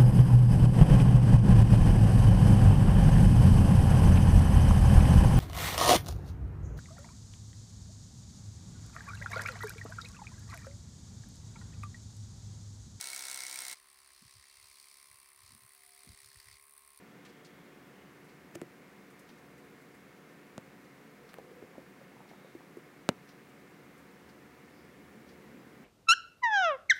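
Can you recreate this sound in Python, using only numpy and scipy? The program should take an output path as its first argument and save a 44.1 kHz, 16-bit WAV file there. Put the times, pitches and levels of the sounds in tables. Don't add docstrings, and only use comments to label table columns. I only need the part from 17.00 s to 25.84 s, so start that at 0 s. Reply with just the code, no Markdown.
import sys
import numpy as np
from scipy import signal
from scipy.fft import rfft, irfft
from scipy.io import wavfile

SR = 44100
rng = np.random.default_rng(int(sys.argv[2]) if len(sys.argv) > 2 else 0)


def store_pcm(level_fs):
    pcm = np.round(np.clip(level_fs, -1, 1) * 32767).astype(np.int16)
    wavfile.write(sys.argv[1], SR, np.atleast_2d(pcm).T)


N = 389844
TIME = np.arange(N) / SR
FREQUENCIES = np.fft.rfftfreq(N, 1 / SR)

# start_s, body_db, contact_cutoff_hz, crack_db, crack_hz,
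# snap_db, snap_hz, grit_db, build_up_s, die_out_s
CASE_CLICKS = [(1.5557, -48, 1500, -29, 2290, -44, 9000, -40.5, 0.0042, 0.0019),
               (1.6160, -23, 220, -29, 1920, -30, 8100, -49, 0.00054, 0.00068),
               (3.5795, -16.5, 400, -34, 900, -29, 6600, -48, 0.00053, .0005),
               (4.334, -60, 1500, -50, 3500, -44, 8000, -54, .0008, .0008),
               (4.3418, -45, 1730, -26, 1950, -31, 11000, -54, .0003, .0004),
               (4.3848, -41, 1200, -42, 1150, -42, 5000, -70, .0005, .003),
               (6.0900, -3, 2300, -27, 2100, -12, 7200, -44, 0.0004, 0.0057)]


def from_db(db):
    return 10 ** (np.asarray(db) / 20)


def rms_one(x):
    return x / np.sqrt(np.mean(x ** 2) + 1e-20)


def colour(spectrum):
    hz, db = np.transpose(spectrum)
    return from_db(np.interp(np.log(FREQUENCIES + 1), np.log(hz), db))


def noise(gains):
    return rms_one(irfft(rfft(rng.standard_normal(N)) * gains, N))


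def band_noise(hz, width_hz):
    return noise(1 / (1 + ((FREQUENCIES - hz) / width_hz) ** 2))


def ring(hz, fade_s, wave=np.sin):
    t = TIME[:SR // 10]
    return wave(2 * np.pi * hz * t) * np.exp(-np.log(1000) * t / fade_s)


def low_pass(x, hz, order=1):
    return signal.sosfilt(signal.butter(order, hz, fs=SR, output="sos"), x)


def high_pass(x, hz):
    return signal.sosfilt(signal.butter(4, hz, "high", fs=SR, output="sos"), x)


def swell(middle_s, half_length_s):
    return np.exp(-((TIME - middle_s) / half_length_s) ** 2)


def add(out, start_s, sound):
    start = round(start_s * SR)
    out[start:start + len(sound)] += sound[:max(N - start, 0)]


def air(level_db=-56.5):
    # pitch_hz, relative_db
    spectrum = [(30, -27), (46, -37), (70, -14.5), (105, -18), (135, -1), (200, -0.5), (320, -6.5),
                (480, -4), (680, -14), (1000, -12), (2150, -13), (3100, -23.5), (5500, -28), (9000, -31.5),
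                (16000, -32.5)]
    return from_db(level_db) * noise(colour(spectrum))


def draught(idle_db=-71.5, gust_db=-58):
    # pitch_hz, relative_db
    spectrum = [(40, -37), (110, -14), (145, -1.5), (220, 6), (300, 1), (450, -2), (700, -17), (2000, -62)]
    gust = from_db(gust_db) * swell(middle_s=8.64, half_length_s=0.59)
    return (from_db(idle_db) + gust) * noise(colour(spectrum))


def fan_hum():
    # pitch_hz, level_db, width_hz
    notes = [(193.8, -72, 10), (286, -66, 8), (358.5, -68, 7), (727, -73, 4), (1792.5, -77.5, 4),
             (2149, -76, 3), (2864, -88, 3)]
    out = np.zeros(N)
    for hz, db, width_hz in notes:
        wander = np.cumsum(rng.standard_normal(N)) * np.sqrt(2 * np.pi * width_hz / SR)
        phase = 2 * np.pi * hz * TIME + low_pass(wander, hz=16)
        out += from_db(db) * np.sqrt(2) * np.sin(phase)
    return out


def motor_drone(pitch_hz=78.3, width_hz=13.0, idle_db=-81.5, loaded_db=-73, load_s=6.8, rise_s=0.24):
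    load = np.clip((TIME - load_s) / rise_s, 0, 1)
    drone = noise(np.exp(-((FREQUENCIES - pitch_hz) / width_hz) ** 2))
    return from_db(idle_db + load * (loaded_db - idle_db)) * drone


def scratches():
    # middle_s, level_db, half_length_s, pitch_hz, width_hz
    rubs = [(0.45, -75, 0.47, 3300, 200), (1.02, -73, .1, 2950, 200), (4.453, -62.5, 0.4, 488, 50.3),
            (5.448, -74, 0.11, 3680, 250), (7.784, -74, 0.083, 5000, 550), (8.606, -73, .010, 5000, 110),
            (8.636, -77, .012, 4980, 110)]
    return sum(from_db(db) * swell(middle_s, half_length_s) * band_noise(hz, width_hz)
               for middle_s, db, half_length_s, hz, width_hz in rubs)


def rustles(grains_per_s=6300, rise_s=0.0011, decay_s=0.015):
    # start_s, level_db, lowest_hz, highest_hz
    grip_slips = [(0.249, -56.5, 1900, 5000), (0.2600, -53.5, 1500, 2600), (0.2920, -64, 3000, 4000),
                  (0.447, -54.5, 3500, 4200), (1.241, -66.5, 6500, 13000), (2.101, -65, 6000, 12000),
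                  (2.191, -60, 4500, 14000), (2.377, -67, 3500, 10000), (2.579, -65, 4500, 14000),
                  (2.647, -68, 7000, 14000), (2.812, -68, 7000, 14000), (2.944, -67, 7000, 14000),
                  (3.841, -67, 3200, 3500), (6.490, -70, 7000, 13000), (6.979, -67, 6000, 11000)]
    out, t = np.zeros(N), TIME[:SR // 10]
    for start_s, db, low_hz, high_hz in grip_slips:
        grains = rng.standard_normal(len(t)) * (rng.random(len(t)) < grains_per_s / SR)
        spray = high_pass(low_pass(low_pass(grains, high_hz), high_hz), low_hz)
        loudness = from_db(db) * (1 - np.exp(-t / rise_s)) * np.exp(-t / decay_s)
        add(out, start_s, loudness * rms_one(spray))
    return out


def clock(first_tick_s=0.290, lift_s=0.016, lift_db=-6.0, decay_s=0.014, tail_db=-0.5, tail_s=0.034):
    # pitch_hz, relative_db
    spectrum = [(1000, -2.5), (2700, -5), (3800, -2.5), (5800, -4.5), (6800, -15), (14000, -21)]
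    tick_levels = [-71, -68, -65, -73, -64, -66, -63.5, -67, -65.5]
    beat, since_lift = np.divmod(TIME - first_tick_s + lift_s, 1)
    level = from_db(tick_levels)[beat.astype(int) % len(tick_levels)]
    since_drop = np.maximum(since_lift - lift_s, 0)
    drop = np.exp(-since_drop / decay_s) + from_db(tail_db) * np.exp(-since_drop / tail_s)
    return level * np.where(since_lift < lift_s, from_db(lift_db), drop) * noise(colour(spectrum))


def joint_slips():
    # pitch_hz, relative_db
    spectrum = [(600, 6.5), (1500, -5), (2150, 8), (3200, -10.5), (5500, -5), (9000, -7), (12000, -14),
                (16000, -16)]
    loudness = np.zeros(N)
    for click_s, *_, grit_db, build_up_s, die_out_s in CASE_CLICKS:
        since_click = TIME - click_s
        loudness += from_db(grit_db) * np.exp(-np.maximum(-since_click / build_up_s, since_click / die_out_s))
    return loudness * noise(colour(spectrum))


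def delay_lows(x, hz):
    return 2 * low_pass(x, hz) - x


def clicks(crack_fade_s=0.0013, snap_fade_s=0.00061, chatter_db=-24.0, chatter_s=0.0035,
           chatter_hz=2620.0, echo_s=0.026, echo_db=-25.0, tail_db=-36.0, tail_s=0.018):
    # pitch_hz, relative_db, fade_s
    case_notes = [(173, -41, 0.031), (222, -12, 0.018), (360, -16, 0.01), (555, -14, 0.016),
                  (860, -27, 0.016), (1330, -24, 0.015), (2530, -20, .0073), (2880, -26, 0.024),
                  (3750, -12.5, 0.0047), (5560, -31, 0.0081), (7200, -44, 0.0063), (9700, -30, 0.015)]
    # pitch_hz, width_hz
    hollows = [(475, 45), (2090, 67)]
    out, tails, t = np.zeros(N), np.zeros(N), TIME[:SR // 10]
    ringing = sum(from_db(db) * ring(hz, fade_s, np.cos) for hz, db, fade_s in case_notes)
    ringing = delay_lows(delay_lows(ringing, hz=330.0), hz=1100.0)
    for start_s, body_db, contact_hz, crack_db, crack_hz, snap_db, snap_hz, *_ in CASE_CLICKS:
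        rattle = rms_one(low_pass(low_pass(rng.standard_normal(len(t)), chatter_hz), chatter_hz))
        chatter = from_db(chatter_db) * rattle * np.exp(-t / chatter_s)
        body = from_db(body_db) * low_pass(ringing + chatter, contact_hz)
        crack = from_db(crack_db) * ring(crack_hz, crack_fade_s)
        snap = from_db(snap_db) * ring(snap_hz, snap_fade_s)
        add(out, start_s, body + crack + snap)
        add(out, start_s + echo_s, from_db(echo_db) * low_pass(body, hz=500.0))
        add(tails, start_s, from_db(body_db + tail_db) * np.exp(-t / tail_s))
    for hz, width_hz in hollows:
        out = signal.lfilter(*signal.iirnotch(hz, hz / width_hz, fs=SR), out)
    return low_pass(out, hz=12400.0, order=2) + tails * band_noise(hz=257.0, width_hz=257.0)


def thuds(overtone_db=-21.0, scuff_db=-34.0, scuff_s=0.005, rebound_s=0.0115, rebound_db=-8.5):
    # start_s, level_db, pitch_hz, swings_until_quiet, rise_s
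    pushes = [(1.5580, -30.5, 336, 13, .0015), (1.6180, -26, 355, 8.9, 0.0011),
              (4.3850, -31.5, 504, 9.5, .001), (4.3870, -34, 800, 7.2, 0.00043),
              (4.5138, -39, 406, 9.9, .0004), (4.6255, -34.5, 394, 8.6, .00015),
              (4.7545, -40, 794, 8, .0004), (4.7795, -33.5, 275, 7.3, .002),
              (4.7805, -28.5, 545, 8.4, 0.0016), (5.0150, -38.5, 535, 12, 0.00085),
              (5.1670, -43, 880, 9, .0004), (5.2045, -39, 870, 10, .0003), (5.2560, -46, 860, 9, .0004),
              (5.314, -38, 680, 7.5, .0002), (5.3350, -40, 800, 8, .0004), (5.4460, -39.5, 490, 8.5, .0003),
              (5.5505, -29, 327, 9.8, 0.0015), (5.6070, -41, 900, 6.6, .00015),
              (5.7705, -27, 358, 7, 0.0014)]
    out, t = np.zeros(N), TIME[:SR // 10]
    for start_s, db, hz, swings, rise_s in pushes:
        overtone = from_db(overtone_db) * ring(2 * hz, fade_s=2.3 / hz)
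        thud = from_db(db) * (ring(hz, swings / hz) - overtone) * (1 - np.exp(-t / rise_s))
        scuff = from_db(db + scuff_db) * rng.standard_normal(len(t)) * np.exp(-t / scuff_s)
        add(out, start_s, thud + scuff)
        add(out, start_s + rebound_s, from_db(rebound_db) * thud)
    return out


def scene():
    room = air() + draught() + fan_hum() + motor_drone() + clock()
    case = clicks() + joint_slips() + thuds() + rustles()
    handling = high_pass(case, hz=97.0)
    return (room + handling + scratches())[None, :]


def record(dry, cutoff_hz=15850):
    return signal.sosfilt(signal.ellip(12, .1, 70, cutoff_hz, fs=SR, output="sos"), dry)


dry = scene()
out = record(dry)
store_pcm(out)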